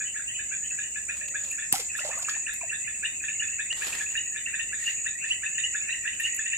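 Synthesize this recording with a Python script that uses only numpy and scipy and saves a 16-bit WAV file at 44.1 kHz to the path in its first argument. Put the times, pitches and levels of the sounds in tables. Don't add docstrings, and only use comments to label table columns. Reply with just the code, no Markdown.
import sys
import numpy as np
from scipy import signal
from scipy.fft import rfft, irfft, next_fast_len
from scipy.io import wavfile
from scipy.ndimage import uniform_filter1d

SR = 44100
rng = np.random.default_rng(int(sys.argv[2]) if len(sys.argv) > 2 else 0)


def wrap_up_sound(samples):
    columns = np.atleast_2d(samples).T
    tamed = np.clip(columns, -1, 1)
    steps = np.round(tamed * 32767).astype(np.int16)
    wavfile.write(sys.argv[1], SR, steps)


N = 289737
TIME = np.arange(N) / SR

def undb(db):
    return 10 ** (np.asarray(db) / 20)

def unit(x):
    return x / np.sqrt(np.mean(x ** 2))

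def colour(x, points):
    hz, db = np.transpose(points)
    size = next_fast_len(N)
    freqs = np.maximum(np.fft.rfftfreq(size, 1 / SR), 1)
    gain = undb(np.interp(np.log(freqs), np.log(hz), db))
    return unit(irfft(rfft(x, size) * gain, size)[..., :N])

def walk(rate):
    knots = rng.standard_normal(int(N / SR * rate) + 2)
    return np.interp(TIME * rate, np.arange(len(knots)), knots)

def pair(x, width):
    return x[0] + width * x[1] * np.array([[1], [-1]])

def noise(points, width):
    return colour(pair(rng.standard_normal((2, N)), width), points)

def wavering_tone(hz, depth, rate):
    return np.sin(2 * np.pi * np.cumsum(hz * (1 + depth * walk(rate))) / SR)

def add(out, s, x):
    i = int(s * SR)
    a, b = max(i, 0), min(i + x.shape[-1], N)
    if b > a:
        out[..., a:b] += x[..., a - i:b - i]

def forest(x, t60, early_db, early_s=0.025):
    t = np.arange(SR // 2) / SR
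    shape = (2, len(t))
    trunks = (rng.random(shape) < 900 / SR) * rng.choice([-1, 1], shape) * np.sqrt(SR / 900)
    tail = rng.standard_normal(shape) * undb(-60 * t / t60)
    echoes = tail + trunks * undb(early_db) * np.exp(-t / early_s)
    echoes *= 1 - np.exp(-(t / 0.0088) ** 2)
    echoes /= np.sqrt(np.sum(echoes ** 2, axis=1, keepdims=True))
    return signal.fftconvolve(np.atleast_2d(x), echoes, axes=1)[:, :N]

def bounce(x, late_ms, db):
    lag = round(late_ms * SR / 1000)
    echo = undb(db) * np.pad(x, ((0, 0), (lag, 0)))[:, :N]
    return (x + echo) / np.sqrt(1 + undb(db) ** 2)

def pip(hz, half_s, sweep, lead_ms=0, sag=0, attack=1, scoop=0):
    u = np.linspace(-1, 1, 2 * int(half_s * SR))
    pitch = hz * 2 ** (sweep * u - sag * np.maximum(u, 0) ** 2 - scoop * np.minimum(u, 0) ** 2)
    left_lead = np.pi * hz * lead_ms / 1000 * np.array([[1], [-1]])
    phase = 2 * np.pi * np.cumsum(pitch) / SR + left_lead
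    foot = np.where(u < 0, .2 * min(attack, 1), .2)
    off_peak = np.where(u < 0, u / attack, u) / .36
    swell = np.cos(np.pi * u / 2) * (foot + (1 - foot) / (1 + off_peak ** 6))
    return np.sqrt(2) * swell * np.sin(phase)

TRILL_TIMES = [-.27, .5, 1.26, 2.09, 3.23, 3.99, 4.775, 5.49, 6.235]
def cricket(after_s, length_s, hz, sag, db, echo_db, lead_ms, strokes_per_s=44.5):
    out = np.zeros((2, N))
    for start in np.array(TRILL_TIMES) + after_s:
        for s in np.arange(start, start + length_s, 1 / strokes_per_s):
            slack = np.exp(-(s - start) / 0.042)
            size, detune, late = rng.standard_normal(3)
            note = pip(hz * (1 - 0.021 * slack + .002 * detune), 0.0144, -0.018, lead_ms, sag)
            add(out, s - .014 + .0004 * late, undb(db - 4.7 * slack + size) * note)
    return out + undb(echo_db) * forest(out, t60=0.45, early_db=5, early_s=0.014)

# (pitch [Hz], level [dB])
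FAR_CRICKET_TONES = [(7522, -50.5), (7613, -53.5), (8068, -49.5), (8312, -57)]
def far_crickets():
    out = np.zeros((2, N))
    for hz, db in FAR_CRICKET_TONES:
        out += wavering_tone(hz, depth=.006, rate=300) * undb(db + 2 * walk(3.7))
    return forest(out, t60=0.2, early_db=6)

# (frequency [Hz], level [dB])
INSECT_COLOUR = [(5900, -29), (6300, -15), (6650, -2), (6950, 6.5), (7250, 2), (7550, 2.5), (7850, 2),
                 (8100, -5.5), (8450, -12.5), (8900, -25), (9400, -105)]
def insect_hiss():
    hiss = noise(INSECT_COLOUR, width=1) * undb(-35 + .5 * walk(2.7) + 1.04 * walk(60))
    buzz_colour = [(7500, -55.5), (7850, -13), (8070, 7.5), (8400, -1.5), (8900, -29.5), (9400, -78.5)]
    buzz = colour(rng.standard_normal(N), buzz_colour)
    return hiss + buzz * undb(np.array([[-52], [-43]]) + walk(40))

# (frequency [Hz], level [dB])
AIR_COLOUR = [(20, -17), (45, 6), (80, 6), (150, 1.5), (300, -3.5), (900, -13), (3000, -69), (5700, -12),
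              (9000, -67.5), (11000, -58), (13500, -8.5), (15800, -39)]
def air():
    return noise(AIR_COLOUR, width=.36) * undb(-57 + 0.53 * walk(1.84))

# (time [s], level [dB])
FAR_FROG_LEVELS = [(0, -44.5), (1.8, -50), (3.3, -44), (6.57, -39)]
def far_frogs(count=100):
    out = np.zeros((2, N))
    for hz, db in ((1860, -3), (2150, -12), (2500, -5.5), (2730, 0)):
        times = (np.arange(count) + rng.random(count)) / count * N / SR
        for s, (size, detune, side) in zip(times, rng.standard_normal((count, 3))):
            note = pip(hz * (1 + .03 * detune), half_s=0.01607, sweep=0.1474, lead_ms=0.099 * side)
            add(out, s, undb(db + 3.1 * size) * note)
    crowd = unit(undb(-4) * out + forest(out, t60=0.22, early_db=-0.5))
    return crowd * undb(np.interp(TIME, *np.transpose(FAR_FROG_LEVELS)))

def flutter(shape, fastest_hz=260):
    smoothing = signal.butter(4, fastest_hz, fs=SR, output="sos")
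    return unit(signal.sosfilt(smoothing, rng.standard_normal(shape)))

NEAR_CALL_DB = -27
def frog_voice(calls, sweep, sag, attack, scoop, grit_db, rasp_db, direct_db, echo_db, t60):
    direct, echoes = np.zeros((2, 2, N))
    for s, db, hz, half_s, lead_ms in calls:
        bend, snap = np.exp(.3 * rng.standard_normal(2))
        note = undb(db) * pip(hz, half_s, sweep * bend, lead_ms, sag, attack * snap, scoop)
        wobble = flutter(note.shape)
        echo_share = undb(.42 * (NEAR_CALL_DB - db))
        raspy = echo_share * note * (1 + undb(rasp_db) * wobble)
        add(direct, s - half_s, note * (1 + undb(grit_db) * wobble[0]))
        add(echoes, s - half_s, forest(raspy, t60, early_db=5, early_s=0.021))
    return undb(direct_db) * direct + undb(echo_db) * echoes

# (time [s], level [dB], pitch [Hz], level of the upper tone [dB])
LOW_CALLS = [(0.01, -36, 1677, -39), (0.162, -37, 1690, -49), (0.201, -41, 1633, -55),
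             (0.396, -38, 1700, -37.5), (0.525, -36, 1640, -39), (0.79, -34, 1696, -44),
             (0.819, -43, 1743, -39.5), (0.961, -37.5, 1712, -36.5), (1.098, -34.5, 1710, -33),
             (1.214, -36.5, 1737, -38.5), (1.355, -31.5, 1687, -33.5), (1.588, -33.5, 1689, -42),
             (1.627, -36, 1751, -38), (1.953, -32.5, 1722, -41), (2.018, -38.5, 1876, -60),
             (2.116, -37.5, 1743, -37.5), (2.289, -33, 1672, -41), (2.348, -37, 1764, -32.5),
             (2.475, -36.5, 1764, -44), (2.496, -32.5, 1733, -50), (2.733, -32, 1742, -40),
             (2.88, -37, 1743, -32.5), (3.041, -30.5, 1729, -34.5), (3.24, -32.5, 1727, -44),
             (3.289, -35, 1760, -30.5), (3.426, -32, 1737, -38), (3.6, -30.5, 1732, -34),
             (3.825, -33, 1739, -35), (3.946, -35.5, 1850, -49), (4.011, -31.5, 1720, -62),
             (4.157, -31.0, 1773, -34.5), (4.364, -32, 1733, -36), (4.479, -38, 1876, -53),
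             (4.544, -32.5, 1764, -35), (4.598, -35, 1816, -29.5), (4.735, -32, 1732, -64),
             (4.829, -39.5, 1857, -56), (4.883, -33.5, 1818, -35), (5.066, -30.5, 1784, -35),
             (5.245, -34, 1774, -31), (5.437, -32, 1743, -42), (5.584, -31.5, 1838, -31.5),
             (5.755, -30, 1721, -59), (5.895, -31.5, 1822, -34), (5.944, -38, 1880, -44),
             (6.058, -32, 1718, -39), (6.076, -33, 1845, -31), (6.203, -32.5, 1827, -30),
             (6.394, -31.5, 1755, -55), (6.465, -35, 1840, -32), (6.537, -32, 1844, -29.5)]
def low_frogs(half_s=0.02):
    main_rows = [(s, db, hz, half_s, -0.042) for s, db, hz, _ in LOW_CALLS]
    upper_rows = [(s, db, hz * 1.47, .015, -0.11) for s, _, hz, db in LOW_CALLS]
    rasp_rows = [(s - .011, db - 12, hz * 1.38, 0.011, -0.11) for s, db, hz, _ in LOW_CALLS]
    main = frog_voice(main_rows, sweep=0.24, sag=.08, attack=0.58, scoop=.24,
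                      grit_db=-12, rasp_db=-9, direct_db=1.6, echo_db=-3.3, t60=.3)
    upper = frog_voice(upper_rows, sweep=0.1558, sag=0.042, attack=0.95, scoop=0.1,
                       grit_db=-6, rasp_db=-5.5, direct_db=1, echo_db=-3, t60=0.32)
    rasp = frog_voice(rasp_rows, sweep=0.2, sag=0.03, attack=1, scoop=0.1,
                      grit_db=-3.5, rasp_db=-8, direct_db=0, echo_db=-10.5, t60=0.35)
    tones = bounce(main, late_ms=7.12, db=-7) + bounce(upper, late_ms=12.09, db=-10.5)
    return rasp + tones + octave_ring(LOW_CALLS, half_s)

def octave_ring(calls, half_s):
    out = np.zeros((2, N))
    for s, db, hz, _ in calls:
        size, detune = rng.standard_normal(2)
        ring_hz = (3643 + 0.9 * (hz - 1782)) * (1 + .018 * detune)
        ring_db = db - 11.5 + .6 * (db - NEAR_CALL_DB) + 2 * size
        note = undb(ring_db) * pip(ring_hz, half_s, sweep=0.1)
        rough = note * (1 + undb(-2) * flutter(note.shape))
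        add(out, s - half_s, forest(rough, t60=0.31, early_db=6, early_s=0.021))
    return out

# (time [s], level [dB], pitch [Hz], half length [s], left ear's lead [ms])
HIGH_CALLS = [(0.064, -45, 2980, 0.029, -0.028), (0.289, -36.5, 2896, 0.025, -0.19),
              (0.36, -38.5, 2940, 0.018, -0.1), (0.647, -47.5, 2935, 0.031, 0.038),
              (0.71, -36, 2620, 0.013, -0.059), (0.844, -44.5, 2830, 0.026, -0.11),
              (1.518, -35, 2613, 0.012, -0.058), (1.905, -38, 2593, 0.013, 0.059),
              (1.995, -33, 2680, 0.01, 0.034), (2.251, -35.5, 2626, 0.012, -0.09),
              (2.468, -32.5, 2687, 0.0093, -0.018), (2.617, -36.5, 2520, 0.012, -0.085),
              (2.702, -32, 2687, 0.019, -0.043), (2.951, -40.5, 2640, 0.012, -0.044),
              (3.056, -28.5, 2816, 0.021, 0.021), (3.206, -39.5, 2535, 0.011, -0.012),
              (3.402, -30, 2815, 0.015, 0.048), (3.487, -36, 2620, 0.012, -0.037),
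              (3.712, -28, 2836, 0.023, -0.024), (3.932, -33.5, 2620, 0.012, -0.029),
              (4.067, -36.5, 2596, 0.011, -0.0091), (4.18, -27, 2813, 0.019, 0.11),
              (4.463, -29, 2706, 0.013, 0.046), (4.874, -27.5, 2812, 0.022, 0.043),
              (5.222, -40.5, 2574, 0.027, 0.061), (5.315, -24.5, 2842, 0.021, -0.11),
              (5.468, -31, 2642, 0.013, 0.049), (5.645, -27, 2870, 0.027, -0.049),
              (5.815, -35, 2580, 0.016, -0.16), (5.881, -39, 2605, 0.018, 0),
              (5.931, -29.5, 2772, 0.014, 0.021), (6.134, -37.5, 2593, 0.014, -0.056),
              (6.252, -29, 2860, 0.032, -0.0012)]
def high_frogs():
    under_rows = [(s + 0.01, db - 10, hz * .67, half_s, lead) for s, db, hz, half_s, lead in HIGH_CALLS]
    main = frog_voice(HIGH_CALLS, sweep=0.16, sag=.03, attack=1, scoop=.08,
                      grit_db=-17, rasp_db=-21, direct_db=2.3, echo_db=-5, t60=.4)
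    under = frog_voice(under_rows, sweep=0.2194, sag=0.041, attack=0.8, scoop=0.1,
                       grit_db=-7, rasp_db=-5.5, direct_db=-2, echo_db=-5, t60=0.25)
    return bounce(main, late_ms=12.09, db=-10.5) + bounce(under, late_ms=7.12, db=-7)

# (middle time [s], level [dB], pitch [Hz], half length [s])
WHISTLE_NOTES = [(.88, -54.5, 5740, .45), (1.75, -56, 5460, .42), (2.42, -56, 5760, .33),
                 (5.88, -54.5, 5740, .45)]
def whistles():
    out = np.zeros((2, N))
    for s, db, hz, half_s in WHISTLE_NOTES:
        swell = undb(db) * np.exp(-(1.5 * (TIME - s) / half_s) ** 4)
        out += swell * wavering_tone(hz, depth=.024, rate=400)
    return forest(out, t60=0.22, early_db=25)

# (frequency [Hz], level [dB])
RATTLE_COLOUR = [(1000, -20), (5000, -15), (8000, -8), (10300, 5), (12000, -3), (13300, -1), (14500, -14),
                 (16000, -27)]
# (time [s], level [dB], knock against that level [dB], rattle against it [dB])
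REEL_CLICKS = [(1.1442, -58, -12, -9), (1.284, -42, 6.5, -14), (1.448, -42, 3.5, -10),
               (1.5119, -32, -20, -13), (1.969, -39.5, -28, -6), (2.1874, -36, -21, -8),
               (2.535, -35, -10, -8.5), (3.727, -55.5, 24, -16), (4.615, -45, -20, -22),
               (6.151, -58, 14, -17), (6.201, -29.5, -32, -8.5), (6.347, -32, -19, -20),
               (6.363, -27.5, -22, -24)]
def reel():
    snaps, knocks = np.zeros((2, N))
    t = np.arange(SR // 4) / SR
    for s, db, knock_db, rattle_db in REEL_CLICKS:
        add(snaps, s, undb(db) * (np.exp(-t / 0.0021) + undb(rattle_db) * np.exp(-t / 0.027)))
        add(knocks, s, undb(db + knock_db) * np.exp(-t / .003))
    rattle = noise(RATTLE_COLOUR, width=0.8) * undb(-1.5 + 3.5 * walk(300))
    body_colour = [(150, -15), (600, -7), (2300, 2), (4200, 4), (6000, -6), (9000, -33), (15000, -44)]
    body = noise(body_colour, width=0.37)
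    return rattle * uniform_filter1d(snaps, size=70) + body * uniform_filter1d(knocks, size=70)

def patter(points, per_s, spread_db, width):
    ticks = (rng.random((2, N)) < per_s / SR) * rng.choice([-1, 1], (2, N))
    sizes = undb(spread_db * np.minimum(rng.exponential(size=(2, N)), 3.5))
    return colour(pair(ticks * sizes, width), points)

def swells(rows):
    return sum(undb(db) * np.exp(-((TIME - s) / half_s) ** 2) for s, db, half_s in rows)

# (frequency [Hz], level [dB])
PLANT_COLOUR = [(80, 1), (300, 3), (1100, 6), (3000, 9), (6000, 3), (10500, 3), (13700, -4), (16000, -46)]
# (middle time [s], level [dB], half length [s])
PLANT_RUSTLES = [(1.18, -51.5, 0.05), (1.46, -50.5, 0.077), (3.785, -44, 0.031), (3.857, -38, 0.053),
                 (3.945, -41.5, 0.05), (4.02, -44, 0.046), (4.125, -48.5, 0.028)]
def plants():
    return patter(PLANT_COLOUR, per_s=5000, spread_db=2.5, width=0.8) * swells(PLANT_RUSTLES)

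def rod():
    hum = wavering_tone(hz=585, depth=.1, rate=160) * undb(4 * walk(35))
    return hum * swells([(1.34, -61, 0.23)])

SLAP_S = 1.7262
def slap():
    hit = np.zeros(N)
    t = np.arange(SR // 50) / SR
    add(hit, SLAP_S, undb(-2) * np.exp(-t / 0.0011))
    crack_colour = [(300, -23), (3000, -7), (7000, -6), (10500, 13), (14000, 7.5), (15800, -30)]
    return hit * colour(rng.standard_normal(N), crack_colour)

def burst(s, db, decay_s, rise_s=0.0076):
    age = np.maximum(TIME - s, 0)
    return undb(db) * np.minimum(age / rise_s, 1) * np.exp(-age / decay_s)

def from_right(x, late_ms):
    size = next_fast_len(N)
    delay = np.exp(-2j * np.pi * np.fft.rfftfreq(size, 1 / SR) * late_ms / 1000)
    return np.array([irfft(rfft(x[0], size) * delay, size)[:N], x[1]])

# (frequency [Hz], level [dB])
SPATTER_COLOUR = [(100, -17), (300, -22), (900, -12), (2500, -1), (3800, -4), (5600, -1), (7500, -1.5),
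                  (10500, -5.5), (13700, -10), (15500, -46)]
# (time [s], spray level [dB], gurgle level [dB], fade time [s])
SPLASH_BURSTS = [(1.72, -21, -41, 0.029), (1.79, -37, -70, 0.021), (1.975, -41, -58, 0.073),
                 (2.045, -44, -41.5, 0.044), (2.085, -48, -42, 0.018), (2.15, -49, -47, 0.05),
                 (2.215, -40, -56, 0.028), (2.282, -33.5, -68, 0.021), (2.335, -49, -66, 0.046)]
def splash():
    fizz = gurgle() * sum(burst(s, db, fade) for s, _, db, fade in SPLASH_BURSTS)
    crack = slap()
    spray = patter(SPATTER_COLOUR, per_s=1500, spread_db=3.2, width=0.29)
    spray *= sum(burst(s, db, fade) for s, db, _, fade in SPLASH_BURSTS)
    spray *= undb(3.5 * walk(170))
    water = (bubbles() + fizz) * undb([[-1.8], [1.8]]) + spray + drops()
    softened = undb(-6) * crack
    echoes = forest(water + softened, t60=0.28, early_db=4, early_s=0.03)
    return from_right(water + crack, late_ms=0.1245) + undb(-9.5) * echoes

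def bubble(hz, ring_s, glide):
    t = np.arange(int(ring_s * SR)) / SR
    phase = 2 * np.pi * np.cumsum(hz * 2 ** (2 * glide * t / ring_s)) / SR
    return undb(-60 * t / ring_s) * (1 - np.exp(-t / 0.0017)) * np.sin(phase)

def gurgle(count=900):
    out = np.zeros(N)
    for s, size, pitch in rng.random((count, 3)):
        hz = 520 * 3.4 ** pitch
        add(out, SLAP_S + s, undb(20 * size) * bubble(hz, ring_s=26 / hz, glide=0.37))
    return out / np.sqrt(np.sum(out ** 2) / SR)

# (time [s], level [dB], starting pitch [Hz], slide halfway through the ring [octaves])
RIVER_BUBBLES = [(1.739, -18.5, 819, -0.31), (1.759, -28, 1350, -0.02), (1.793, -34, 537, -0.74),
                 (1.987, -23, 1374, 0.12), (2.003, -40, 640, -0.4), (2.036, -36.5, 800, -0.37),
                 (2.048, -26.5, 592, .03), (2.088, -35, 528, 0.21), (2.096, -32, 810, 0.87),
                 (2.108, -36, 696, 0.36), (2.127, -32, 1250, -0.017), (2.138, -35, 1040, .1),
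                 (2.174, -29.5, 1136, 0.3), (2.177, -37.5, 690, -.2), (2.194, -31, 1460, 0.00007),
                 (2.205, -37, 1080, 0.17), (2.284, -21, 1136, 0.76), (2.362, -39.5, 706, 2.1),
                 (2.613, -32, 1033, -0.23), (2.633, -30, 727, -0.38)]
def bubbles(ring_cycles=40.4):
    out = np.zeros(N)
    add(out, SLAP_S, undb(-30) * bubble(hz=177, ring_s=0.052, glide=-0.61))
    add(out, SLAP_S, undb(-24.5) * bubble(hz=414, ring_s=0.03, glide=-1.43))
    for s, db, hz, glide in RIVER_BUBBLES:
        add(out, s, undb(db) * bubble(hz, ring_cycles / hz, glide))
    return out

# (time [s], level [dB], pitch [Hz], half length [s], left ear's lead [ms])
MIDDLE_CALLS = [(1.775, -39.5, 2080, 0.011, 0), (2.135, -40.5, 2055, 0.016, 0.012),
                (2.56, -44, 2140, 0.022, 0.0058), (2.85, -41, 2090, 0.022, 0.00091),
                (3.355, -41, 2160, 0.018, 0), (3.665, -39, 2100, 0.016, 0.0044)]
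def middle_frog():
    return frog_voice(MIDDLE_CALLS, sweep=0.15, sag=0.031, attack=1, scoop=0.052,
                      grit_db=-11, rasp_db=-10.5, direct_db=-4, echo_db=-6.5, t60=0.74)

# (frequency [Hz], level [dB])
SMACK_COLOUR = [(600, -18), (2000, -5), (4400, 7), (7000, -6), (11000, -12), (15000, -27)]
# (time [s], level [dB])
FALLING_DROPS = [(1.799, -35), (1.848, -40), (2.047, -36), (2.086, -39), (2.227, -36), (2.295, -28)]
def drops(decay_s=0.0037):
    t = np.arange(SR // 20) / SR
    hits = np.zeros(N)
    for s, db in FALLING_DROPS:
        add(hits, s, undb(db) * np.exp(-t / decay_s))
    return hits * noise(SMACK_COLOUR, width=0.28)

# (frequency [Hz], level [dB])
LINE_COLOUR = [(300, -53), (1500, 12.5), (4500, 12.5), (9000, 0), (11000, 2), (13200, 6), (15500, -38)]
# (middle time [s], level [dB], half length [s])
LINE_SLIDES = [(4.81, -51, 0.033), (4.89, -45, 0.051), (6.265, -50.5, 0.044)]
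def line_slide():
    return patter(LINE_COLOUR, per_s=4000, spread_db=2.3, width=0.78) * swells(LINE_SLIDES)

# (frequency [Hz], level [dB])
CLOTH_COLOUR = [(500, -24), (2000, 0), (4700, -2), (7000, -10), (10000, -45)]
# (middle time [s], level [dB], half length [s])
CLOTH_BRUSHES = [(5.305, -50.5, 0.042)]
def cloth():
    return patter(CLOTH_COLOUR, per_s=5000, spread_db=1.5, width=0.66) * swells(CLOTH_BRUSHES)

def scene():
    near = cricket(after_s=0, length_s=.34, hz=6850, sag=0.15, db=-32.1, echo_db=-8, lead_ms=0.005)
    answer = cricket(after_s=.37, length_s=0.46, hz=6990, sag=0.16, db=-44.5, echo_db=6, lead_ms=.01)
    insects = bounce(near, late_ms=6.122, db=-13) + answer + far_crickets() + insect_hiss()
    frogs = (far_frogs() + low_frogs() + high_frogs() + middle_frog()) * undb([[-.3], [.3]])
    rustle = (plants() + line_slide() + cloth()) * undb(1.8 * walk(110))
    return insects + air() + frogs + whistles() + reel() + rustle + rod() + splash()

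def record(dry):
    treble_cut = signal.ellip(10, .2, 80, 15900, fs=SR, output="sos")
    return signal.sosfilt(treble_cut, np.tanh(dry))

dry = scene()
out = record(dry)
wrap_up_sound(out)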